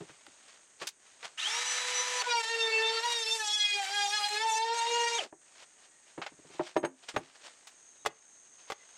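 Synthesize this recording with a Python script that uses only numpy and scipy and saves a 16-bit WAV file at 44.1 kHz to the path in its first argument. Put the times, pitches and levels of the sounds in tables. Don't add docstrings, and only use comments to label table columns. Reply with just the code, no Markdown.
import sys
import numpy as np
from scipy import signal
from scipy.fft import rfft, irfft, next_fast_len
from scipy.io import wavfile
from scipy.ndimage import uniform_filter1d

SR = 44100
rng = np.random.default_rng(int(sys.argv[2]) if len(sys.argv) > 2 else 0)


def unload_wav(signal):
    wavfile.write(
        sys.argv[1],
        SR,
        np.round(np.clip(np.atleast_2d(signal).T, -1, 1) * 32767).astype(np.int16),
    )


N = 395577
TIME = np.arange(N) / SR

# t/s, f/Hz
CUT_SPEED = [(2.22, 495.2), (2.27, 489.7), (2.46, 446.0), (2.5, 460.3), (2.77, 442.6), (3.01, 455.0),
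             (3.05, 479.2), (3.14, 472.5), (3.25, 442.7), (3.35, 451.2), (3.47, 417.6), (3.55, 421.4),
             (3.79, 405.3), (3.86, 381.4), (3.95, 411.3), (4.09, 403.1), (4.15, 422.7), (4.23, 410.4),
             (4.36, 418.6), (4.44, 450.2), (4.55, 440.9), (4.76, 468.3), (4.81, 461.8), (4.95, 473.0),
             (5.17, 466.7)]
# t/s, gain/dB
OPENNESS = [(1.4, -8), (2.1, -8), (2.6, 1), (3.3, 6), (3.8, 8), (4.25, 10.5), (4.7, -4), (5.2, -17)]
# order, level at contact/dB, growth/(dB/s)
IDLE_LINES = [(1, -46, 6), (2, -41, 23), (4, -50.5, 11), (6, -55, -5), (8, -49.5, -13.5), (10, -57, 0),
              (12, -48, 3), (16, -57, -8.5)]
# f/Hz, level/dB
HOUSING_MODES = [(1265, -51.5), (1782, -48), (2062, -50.5), (2300, -51), (4172, -56.5)]
# t/s, level/dB
HUM_LEVEL = [(2.24, -83), (2.28, -40), (2.44, -48), (2.55, -38.5), (2.7, -35.5), (2.98, -38.5),
             (3.1, -48.5), (3.33, -43), (3.5, -61), (3.68, -70), (3.76, -48), (3.83, -65), (3.98, -53.5),
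             (4.29, -62.5), (4.33, -43.5), (4.52, -47), (4.74, -40), (4.82, -55), (4.92, -34.5),
             (5.02, -37), (5.17, -43.5)]
FLUTE_LEVEL = [(2.24, -69), (2.27, -33), (2.58, -47), (2.91, -38), (2.95, -46.5), (3.07, -33.5),
               (3.22, -49), (3.44, -41), (3.72, -60.5), (3.802, -32), (3.86, -38.5), (3.95, -40.5),
               (4.08, -28.5), (4.12, -41.5), (4.23, -35.5), (4.39, -41.5), (4.44, -30.5), (4.85, -34),
               (5.04, -32), (5.17, -38)]
BITE_LEVEL = [(2.24, -77), (2.31, -44), (2.48, -48), (2.78, -51), (3.04, -45.5), (3.09, -47), (3.2, -49.5),
              (3.29, -48.5), (3.38, -51), (3.78, -52), (3.88, -55), (4.02, -47), (4.11, -49), (4.26, -44.5),
              (4.29, -48.5), (4.36, -46), (4.45, -51.5), (4.8, -50), (5.17, -48)]
EDGE_LEVEL = [(2.24, -80), (2.29, -56), (2.4, -43.5), (2.67, -50), (2.73, -53), (3.1, -46.5), (3.48, -40),
              (3.76, -45), (3.9, -51), (3.96, -40), (4.45, -48.5), (4.53, -36), (4.72, -59.5),
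              (4.78, -39.5), (4.86, -44.5), (5.17, -37.5)]
# order, relative level/dB
BITE_ORDERS = [(3, 1), (4, 4.5), (5, 1), (6, 5.5), (7, 0.5), (8, 6.5), (9, 2), (10, 3.5), (11, -1.5),
               (12, 4.5)]
EDGE_ORDERS = [(13, -4.5), (14, -2.5), (15, -10.5), (16, -6), (17, -12), (18, -9), (19, -16), (20, -14.5),
               (21, -17.5), (22, -18.5), (23, -25), (24, -22.5), (26, -26), (28, -35)]
# t/s, tilt/(dB/octave)
BITE_TILT = [(2.24, -0.5), (2.9, -2.2), (3.3, 3.5), (3.7, 4), (4.2, 0.5), (4.5, -1), (5.17, -1.5)]
# t/s, order
DROPOUTS = [(2.34, 1), (2.44, 1), (2.485, 1), (3.06, 1), (3.47, 1), (4.5, 1), (4.55, 1), (2.302, 2),
            (2.465, 2), (2.71, 2), (3.29, 2), (3.54, 2), (3.859, 2), (4.172, 2), (4.39, 2), (4.893, 2),
            (5.106, 2)]
# t/s, depth/dB, half length/s
LET_UPS = [(2.425, 12.5, 0.0056), (3.02, 9.5, 0.015), (3.245, 7, 0.012), (3.385, 4.5, 0.012),
           (4.29, 11.5, 0.014)]
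# t/s, level/dB, low shelf/dB, high shelf/dB
SPRAY = [(2.24, -43.5, 1.5, -4.5), (2.4, -48.5, 0.5, 7.5), (2.58, -46, 6, -5), (2.68, -48.5, 8, 2),
         (2.96, -41.5, 2, -4.5), (3.2, -47, 0, -2), (3.42, -50.5, -1, 8), (3.58, -53.5, 0, -5),
         (3.81, -46.5, 0, 0), (3.85, -38.5, -7, -4.5), (3.9, -41.5, 4, -4), (3.94, -50.5, -1, 1),
         (4.2, -49, 2, 1), (4.33, -44, -2, 2), (4.43, -48, 3, -4), (4.6, -56, 3, 0), (4.75, -46, 3.5, 3),
         (4.92, -43.5, 3.5, -2), (5.17, -44.5, 1, 3)]
# t/s, level/dB, half length/s
SNAGS = [(2.286, -39, 0.037), (2.445, -41, 0.009), (3.12, -38.5, 0.022), (3.2, -50, 0.016),
         (3.85, -44, .02), (4.252, -47, 0.0064), (4.374, -45, 0.013)]
# t/s, order, level/dB, half length/s
SQUEALS = [(1.454, 8, -33.5, .025), (1.481, 2, -43, 0.0088), (1.52, 8, -39.5, 0.038),
           (1.553, 2, -43.5, 0.04), (1.56, 12, -42, 0.04), (1.71, 12, -43, 0.053),
           (1.983, 12, -36.5, 0.038), (2.208, 9, -37.5, 0.012), (2.271, 3, -43.5, 0.037),
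           (2.302, 5, -34.5, 0.018), (2.363, 2, -30.5, 0.032), (2.382, 5, -31.5, 0.013),
           (2.55, 6, -36.5, 0.012), (2.605, 6, -33, 0.021), (2.64, 8, -30, 0.04), (2.68, 4, -39.5, 0.033),
           (2.744, 5, -38.5, 0.078), (2.746, 10, -40.5, 0.074), (2.76, 6, -30, 0.04),
           (2.811, 4, -35, 0.029), (2.838, 6, -36, 0.037), (2.865, 8, -32.5, .045), (2.956, 10, -37, 0.034),
           (2.981, 3, -38, 0.013), (3.156, 8, -35, 0.064), (3.29, 12, -36.5, 0.072),
           (3.321, 8, -30.5, 0.016), (3.409, 4, -39.5, 0.019), (3.534, 8, -31.5, 0.052),
           (3.638, 8, -25.5, 0.037), (3.678, 5, -40.5, 0.081), (3.725, 6, -35, 0.091),
           (3.725, 8, -33.5, 0.035), (3.978, 4, -35, 0.053), (3.993, 8, -35, 0.037),
           (4.037, 12, -35.5, 0.024), (4.147, 4, -37, 0.021), (4.21, 3, -43.5, .06), (4.25, 10, -39, 0.077),
           (4.38, 4, -56, 0.048), (4.98, 6, -36.5, 0.061), (5.02, 4, -41, 0.032), (5.156, 5, -39, 0.03),
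           (5.197, 8, -35, 0.023), (5.216, 2, -36.5, 0.026)]
# t/s, level/dB, half length/s
BRAKE_RATTLE = [(5.242, -46.5, 0.027)]

# t/s, peak/dB, treble/dB
KNOCKS = [(5.325, -40, -26), (6.594, -21, -9), (6.606, -25, -12), (6.764, -13.5, 5.5), (6.837, -18.5, -5),
          (6.848, -22.5, 9), (7.162, -16.5, 13.5)]
# t/s, peak/dB, bass/dB, treble/dB
BUMPS = [(0.004, -36, 18, 5), (0.092, -43.5, 19.5, 30), (0.277, -51.5, 24, -10), (0.814, -28.5, -9, 18.5),
         (6.176, -30, 2.5, 0), (6.757, -32, -1, -5), (6.829, -27.5, -6, -5), (7.14, -38.5, 15, 17),
         (7.167, -29.5, 16, -11), (8.059, -40, 16, -10)]
# t/s, peak/dB, treble/dB, T60/s
TOOL_CLICKS = [(0.265, -40, -6, 0.018), (0.87, -24.5, 22, 0.072), (0.8883, -29, 25, 0.031),
               (1.227, -37, -24, 0.19), (2.217, -23, -12, 0.055), (6.216, -27.5, -36, 0.13),
               (6.263, -26.5, -25, 0.068), (7.092, -43, 15, 0.023), (7.67, -38.5, 3.5, 0.11)]
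# t/s, peak/dB, bass/dB
CASE_HITS = [(8.051, -30, 5), (8.058, -30, -5), (8.0607, -14.5, -6), (8.0664, -20, -1), (8.701, -25, 8),
             (8.709, -29.5, -1), (8.7199, -24, -2)]
# f/Hz, relative level/dB, T60/s
FRAME_MODES = [(153.7, -18.5, 0.3), (266, -14, 0.3), (322.6, 5, 0.084), (352, 2, 0.19), (390, 4, 0.078),
               (523, -1, 0.058), (613, 11.5, 0.047), (776, 3, 0.071), (865, 3.5, 0.049), (962, 3.5, 0.044),
               (1161, -3.5, 0.043), (1410, -5.5, 0.019), (1510, -12, 0.017), (1743, 3.5, 0.018),
               (2460, -17.5, 0.05)]
PLASTIC_MODES = [(312, -28, 0.016), (434, 7, 0.06), (583, 8.5, 0.047), (805, 12.5, 0.048),
                 (1170, 16.5, 0.013), (1185, 9.5, 0.029), (1446, 6.5, 0.024), (2030, 7, 0.043),
                 (3470, 7, 0.018)]
# t/s, level/dB
JINGLES = [(6.768, -44.5), (6.844, -44), (7.168, -48.5)]
# f/Hz, relative level/dB
METAL_MODES = [(6500, 1.5), (8220, -3.5), (10750, -11), (14200, -29)]
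# t/s, level/dB
RUSTLES = [
    [(0.0, -58.5), (0.2, -63.5), (0.47, -62.5), (0.79, -70.5), (0.9, -78), (0.99, -74), (1.05, -62),
     (1.17, -63.5), (1.35, -63.5)],
    [(5.42, -69), (6.52, -70.5), (6.69, -50), (6.85, -87), (7.06, -61.5), (7.26, -61.5), (8.12, -70.5),
     (8.62, -68.5), (8.96, -61)],
]
# t/s, level/dB, rise/s, fall/s
SCUFFS = [(0.5, -56.5, 0.039, 0.07), (0.82, -40, 0.011, 0.021), (1.254, -41, 0.019, 0.016),
          (5.239, -42, 0.032, 0.016), (5.631, -50.5, 0.063, .012), (5.855, -58.5, 0.059, 0.02),
          (6.09, -60, 0.033, 0.063), (6.55, -53.5, 0.065, 0.065), (6.668, -47.5, 0.022, 0.02),
          (7.04, -53, .01, 0.0085), (7.089, -37, 0.0034, 0.015), (7.357, -53.5, 0.0062, 0.0085),
          (7.466, -48.5, 0.031, 0.033), (8.605, -59.5, 0.021, 0.059), (8.695, -54.5, 0.017, 0.0066)]
# t/s, f/Hz, level/dB, half length/s
WHISTLES = [(5.97, 1890, -68.5, 0.048), (8.017, 3800, -70, .025), (8.814, 2020, -60, 0.032),
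            (8.936, 2030, -77, 0.022)]

# f/Hz, relative density/dB
FAN_SPECTRUM = [(88, -45), (150, -32.5), (300, -26), (453, -19), (490, -27), (561, -14.5), (912, -5.5),
                (966, -9), (1110, -6.5), (1760, -1.5), (3760, -3.5), (4060, -6.5), (5230, -7), (6110, -3),
                (9180, -10.5), (15500, -42)]
CHIP_SPECTRUM = [(120, -44.5), (250, -30), (450, -12), (680, 3), (1150, 2), (1450, 1.5), (1900, 8.5),
                 (3400, 6), (5000, 1), (7500, 4), (9000, -4.5), (10500, -16), (13000, -21.5), (15500, -44)]
THUD_SPECTRUM = [(40, -28), (120, 0.5), (160, 5), (220, -6), (340, 9), (550, 1.5), (1000, -3), (1600, -8.5),
                 (2600, -15), (5000, -28), (8000, -36), (15500, -55)]
CRACK_SPECTRUM = [(40, -5), (150, -29), (400, 1.5), (1200, 3), (2200, 2.5), (4000, 0), (7500, -1.5),
                  (11000, -14), (15500, -23)]
RUB_SPECTRUM = [(60, -21.5), (200, -14), (600, 2.5), (1500, 2), (3000, 2.5), (5500, -2), (8500, -6.5),
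                (11000, -27.5), (15500, -41)]
WORKSHOP_SPECTRUM = [(18, -45), (30, -9.5), (283, 9.5), (360, 11), (533, 8.5), (825, 8), (1100, 4),
                     (1850, 10.5), (5500, -30), (7150, -40.5), (12100, -120)]
HISS_SPECTRUM = [(5000, -18.5), (5900, -8), (6500, 2.5), (7100, -3), (7600, -6.5), (8300, 0.5),
                 (9200, -7.5), (10000, -24), (11000, -27.5), (15500, -52.5)]
RATTLE_SPECTRUM = [(100, -36), (350, -1.5), (750, -3), (2000, -28), (8000, -50)]

ON_S, CONTACT_S, OFF_S = 1.335, 2.215, 5.177
IDLE_HZ = 495.2


def router(bite_in_s=.0084, lift_out_s=.012):
    speed_hz = spindle_hz()
    braking = TIME > OFF_S
    running = np.minimum(ramp(1.372, .0092), 1 - ramp(5.19, .078))
    cutting = ramp(CONTACT_S, bite_in_s) * (1 - ramp(OFF_S, lift_out_s))
    judder = np.maximum(np.interp(speed_hz, [350, 450], [1, 0]), braking) * (1 - cutting)
    wobble = (.0002 + .0014 * cutting) * drift(30) + (.035 + .03 * braking) * judder * drift(300)
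    angle = 2 * np.pi * np.cumsum(speed_hz * (1 + wobble)) / SR
    pace = speed_hz / IDLE_HZ
    free = motor(angle, pace, judder) + fan(pace) + chirp(angle, judder)
    sound = np.sqrt(1 - cutting) * free + np.sqrt(cutting) * cut(angle) + squeals(angle, judder)
    openness_db, = curves(OPENNESS)
    return shelf(running * sound, 9500, "high", openness_db) + brake_rattle()


def spindle_hz(aim_hz=503, spin_up_s=.082, brake_s=.1):
    climb_hz = aim_hz * (1 - np.exp(-np.maximum(TIME - ON_S, 0) / spin_up_s))
    held_hz = np.minimum(curves(CUT_SPEED)[0], IDLE_HZ)
    return np.minimum(climb_hz, held_hz) * np.exp(-np.maximum(TIME - OFF_S, 0) / brake_s)


def motor(angle, pace, judder, waver_db=3):
    to_contact_s = np.maximum(CONTACT_S - TIME, 0)
    lines = sum(from_db(db - growth * to_contact_s + waver_db * drift(10))
                * partial(order * angle, rough=.0091 * order + .5 * judder, flutter_hz=40)
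                for order, db, growth in IDLE_LINES)
    return pace ** 3.9 * filtered_twice(lines, 380, "high")


def fan(pace, idle_db=-35.5, db_per_octave=6.5):
    housing = sum(from_db(db) * partial(2 * np.pi * hz * TIME, rough=1, flutter_hz=35.3)
                  for hz, db in HOUSING_MODES)
    air = from_db(idle_db) * noise(FAN_SPECTRUM) + housing
    return air * from_db(db_per_octave * np.log2(pace + 1e-6) + drift(31))


def chirp(angle, judder, resonance_hz=(2750, 4200)):
    driven = from_db(-34.5) * (TIME < OFF_S) * (.7 * np.sin(11 * angle) + np.sin(13 * angle))
    whine = from_db(-39) * partial(8 * angle, rough=.7, flutter_hz=120)
    rasp = 1 + .65 * drift(270)
    return judder * filtered_twice((driven + whine) * rasp, resonance_hz, "band")


def cut(angle, jitter_rad=.014, tear_db=1.65):
    tones = sum(from_db(curves(level)[0]) * dropouts(order)
                * partial(order * angle, rough=.059 * order, flutter_hz=15.7)
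                for order, level in ((1, HUM_LEVEL), (2, FLUTE_LEVEL)))
    strike_angle = angle + jitter_rad * drift(110)
    overtones = cut_overtones(strike_angle)
    spray_db, lows_db, treble_db = curves(SPRAY)
    spray = chips(strike_angle, lows_db, treble_db)
    tear = from_db(tear_db * drift(37))
    snags = swells((s, from_db(db), half_s) for s, db, half_s in SNAGS)
    spray_gain = np.hypot(from_db(spray_db) * tear, snags)
    return from_db(-swells(LET_UPS)) * (tones + overtones / tear) + spray_gain * spray


def dropouts(order, width_s=.013):
    return np.prod([np.tanh((s - TIME) / width_s) for s, k in DROPOUTS if k == order], axis=0)


def cut_overtones(angle, grain_db=2, grain_hz=14):
    tilt_db, = curves(BITE_TILT)
    bite = sum(from_db(db - 1.5 + tilt_db * np.log2(order / 6) + grain_db * drift(grain_hz))
               * partial(order * angle, rough=.56, flutter_hz=3.27 * order)
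               for order, db in BITE_ORDERS)
    edge = sum(from_db(db - 3 + grain_db * drift(grain_hz))
               * partial(order * angle, rough=1, flutter_hz=.092 * order ** 2)
               for order, db in EDGE_ORDERS)
    return from_db(curves(BITE_LEVEL)[0]) * bite + from_db(curves(EDGE_LEVEL)[0]) * edge


def chips(angle, lows_db, treble_db):
    puffs = unit_rms(1 + .6 * np.cos(2 * angle)) * from_db(1.2 * drift(35) + 2.2 * drift(400) - .7)
    spray = filtered_twice(noise(CHIP_SPECTRUM) * puffs, 330, "high")
    return shelf(shelf(spray, 1500, "low", lows_db), 4600, "high", treble_db)


def squeals(angle, judder):
    rasp = 1 + .5 * judder * drift(200)
    notes = 0
    for order in sorted({row[1] for row in SQUEALS}):
        catches = [(s, from_db(db), half_s) for s, k, db, half_s in SQUEALS if k == order]
        notes += swells(catches, power=4) * partial(order * angle, rough=.059, flutter_hz=30)
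    return filtered_twice(rasp * notes, 400, "high")


def brake_rattle():
    return swells((s, from_db(db), half_s) for s, db, half_s in BRAKE_RATTLE) * noise(RATTLE_SPECTRUM)


def wood_blows(rebound_s=.009, rebound_loss_db=11, rock_s=6.319, rock_gap_s=.067, gap_ratio=.88):
    knocks = [(s + k * rebound_s, db - k * rebound_loss_db, -7.5, treble_db, .047)
              for s, db, treble_db in KNOCKS for k in range(2)]
    rocking = [(rock_s + rock_gap_s * sum(gap_ratio ** j for j in range(k)), -48.5, 11, 0)
               for k in range(5)]
    bumps = [(*row, .12) for row in BUMPS + rocking]
    wood = dict(modes=FRAME_MODES, spectrum=THUD_SPECTRUM, bass_hz=258, treble_hz=2000)
    return (blows(knocks, attack_s=.0015, ring_db=-7, **wood)
            + blows(bumps, attack_s=.0025, ring_db=-14, **wood))


def plastic_blows():
    clicks = [(s, db, -41, treble_db, t60_s) for s, db, treble_db, t60_s in TOOL_CLICKS]
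    clacks = [(*row, -3.5, .046) for row in CASE_HITS]
    plastic = dict(modes=PLASTIC_MODES, spectrum=CRACK_SPECTRUM, bass_hz=533, treble_hz=2950)
    return (blows(clicks, attack_s=.00087, ring_db=-18.5, **plastic)
            + blows(clacks, attack_s=.00015, ring_db=-10, **plastic))


def blows(events, attack_s, ring_db, modes, spectrum, bass_hz, treble_hz):
    out, t = np.zeros(N + SR), TIME[:SR // 3]
    for s, peak_db, bass_db, treble_db, thud_t60_s in events:
        ring = 0
        for hz, db, t60_s in modes:
            force, phase = rng.random(2)
            envelope = from_db(db + 1.23 * (force - 2.5) - 60 * t / t60_s)
            ring += envelope * np.sin(2 * np.pi * (hz * t + phase))
        thud = noise(spectrum, size=len(t)) * from_db(-60 * t / thud_t60_s)
        hit = (from_db(ring_db) * ring + thud) * (1 - np.exp(-t / attack_s))
        bass, treble = filtered(hit, bass_hz, "low"), filtered(hit, treble_hz, "high")
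        middle = filtered(filtered(hit, bass_hz, "high"), treble_hz, "low")
        hit = from_db(bass_db) * bass - middle + from_db(treble_db) * treble
        start = round(s * SR)
        out[start:start + len(t)] += from_db(peak_db) * hit / np.abs(hit).max()
    return out[:N]


def lifted_frame(lifted_s=6.845, damped_s=6.96, hz=265, level_db=-44, t60_s=.4):
    envelope = from_db(level_db - 60 * np.abs(TIME - lifted_s) / t60_s) * gate(lifted_s, damped_s)
    return envelope * np.sin(2 * np.pi * hz * TIME)


def jingles(rise_s=.0098, t60_s=.12):
    envelope = sum(ramp(s, rise_s) * from_db(db - 60 * np.abs(TIME - s) / t60_s) for s, db in JINGLES)
    return envelope * sum(from_db(db) * partial(2 * np.pi * hz * TIME, rough=.59, flutter_hz=70)
                          for hz, db in METAL_MODES)


def gloves(grain_db=2.3):
    power = sum((from_db(curves(rows)[0]) * gate(rows[0][0] - .01, rows[-1][0] + .084)) ** 2
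                for rows in RUSTLES)
    for s, db, rise_s, fall_s in SCUFFS:
        scuff = from_db(db) * np.exp(-np.maximum((s - TIME) / rise_s, (TIME - s) / fall_s))
        power += scuff ** 2
    return np.sqrt(power) * noise(RUB_SPECTRUM) * unit_rms(from_db(grain_db * drift(150)))


def near_echoes(x, first_db=-26.5, delays_s=(.0047, .0083, .0131, .0197)):
    return sum(from_db(first_db - 2 * k) * np.interp(TIME - delay_s, TIME, x, left=0)
               for k, delay_s in enumerate(delays_s))


def room_tail(x, level_db=-27, t60_s=.25):
    t = TIME[:SR // 2]
    tail = filtered(rng.standard_normal(len(t)), 3000, "low") * from_db(-60 * t / t60_s) * (t > .006)
    return from_db(level_db) * signal.fftconvolve(x, tail / np.sqrt(np.sum(tail ** 2)))[:N]


def workshop_air():
    sizzle = filtered(filtered(rng.standard_normal(N), 6300, "high"), 6100, "low")
    sizzle = unit_rms(filtered(sizzle, [6280, 6580], "band")) * ramp(7.74, .06)
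    steady = from_db(-71.5) * noise(WORKSHOP_SPECTRUM) + from_db(-63) * noise(HISS_SPECTRUM)
    return steady + from_db(-60.5) * sizzle


def far_whistles():
    return sum(from_db(db) * np.exp(-((TIME - s) / half_s) ** 2)
               * partial(2 * np.pi * hz * TIME, rough=.52, flutter_hz=70)
               for s, hz, db, half_s in WHISTLES)


def ducking(loud, threshold_db=-39, recovery_db_per_s=37, depth_db=8.5):
    level_db = 10 * np.log10(np.maximum(uniform_filter1d(loud ** 2, size=220), 1e-12))
    over_db = np.clip(level_db - threshold_db, 0, depth_db)
    held_db = np.maximum.accumulate(over_db + recovery_db_per_s * TIME) - recovery_db_per_s * TIME
    return from_db(-uniform_filter1d(held_db, size=200))


def partial(angle, rough, flutter_hz):
    rough = np.clip(rough, 0, 1)
    flutter = drift(flutter_hz) * np.sin(angle) + drift(flutter_hz) * np.cos(angle)
    steady = np.sin(angle + rng.uniform(0, 2 * np.pi))
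    return np.sqrt(2 * (1 - rough)) * steady + np.sqrt(rough) * flutter


def drift(rate_hz):
    hop, settle = 40, 2000
    pole = np.exp(-2 * np.pi * rate_hz * hop / SR)
    white = rng.standard_normal(N // hop + settle + 2)
    slow = signal.lfilter([1], [1, -2 * pole, pole * pole], white)[settle:]
    return np.interp(np.arange(N) / hop, np.arange(len(slow)), unit_rms(slow))


def noise(spectrum, size=N):
    length = next_fast_len(size)
    hz = np.maximum(np.fft.rfftfreq(length, 1 / SR), 1)
    points_hz, points_db = np.transpose(spectrum)
    gain = from_db(np.interp(np.log(hz), np.log(points_hz), points_db))
    return unit_rms(irfft(rfft(rng.standard_normal(length)) * gain, length)[:size])


def swells(rows, power=2):
    out = np.zeros(N)
    for s, height, half_s in rows:
        near = np.abs(TIME - s) < 4 * half_s
        out[near] += height * np.exp(-((TIME[near] - s) / half_s) ** power)
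    return out


def curves(rows):
    s, *columns = np.transpose(rows)
    return [np.interp(TIME, s, column) for column in columns]


def ramp(start_s, rise_s):
    return np.clip((TIME - start_s) / rise_s, 0, 1)


def gate(start_s, end_s, edge_s=.01):
    return np.clip(np.minimum(TIME - start_s, end_s - TIME) / edge_s, 0, 1)


def filtered(x, hz, kind):
    return signal.sosfilt(signal.butter(2, hz, kind, fs=SR, output="sos"), x)


def filtered_twice(x, hz, kind):
    return filtered(filtered(x, hz, kind), hz, kind)


def shelf(x, hz, kind, db):
    band = signal.sosfiltfilt(signal.butter(2, hz, kind, fs=SR, output="sos"), x)
    return x + (from_db(db) - 1) * band


def from_db(db):
    return 10 ** (np.asarray(db) / 20)


def unit_rms(x):
    return x / np.sqrt(np.mean(x ** 2) + 1e-20)


def scene():
    hits = wood_blows() + plastic_blows() + lifted_frame() + jingles()
    machine = router()
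    loud = machine + near_echoes(machine) + hits
    background = (workshop_air() + far_whistles()) * ducking(loud)
    return (loud + room_tail(hits) + gloves() + background)[None, :]


def record(dry):
    return signal.sosfilt(signal.ellip(10, .2, 80, 15900, fs=SR, output="sos"), dry)


dry = scene()
out = record(dry)
unload_wav(out)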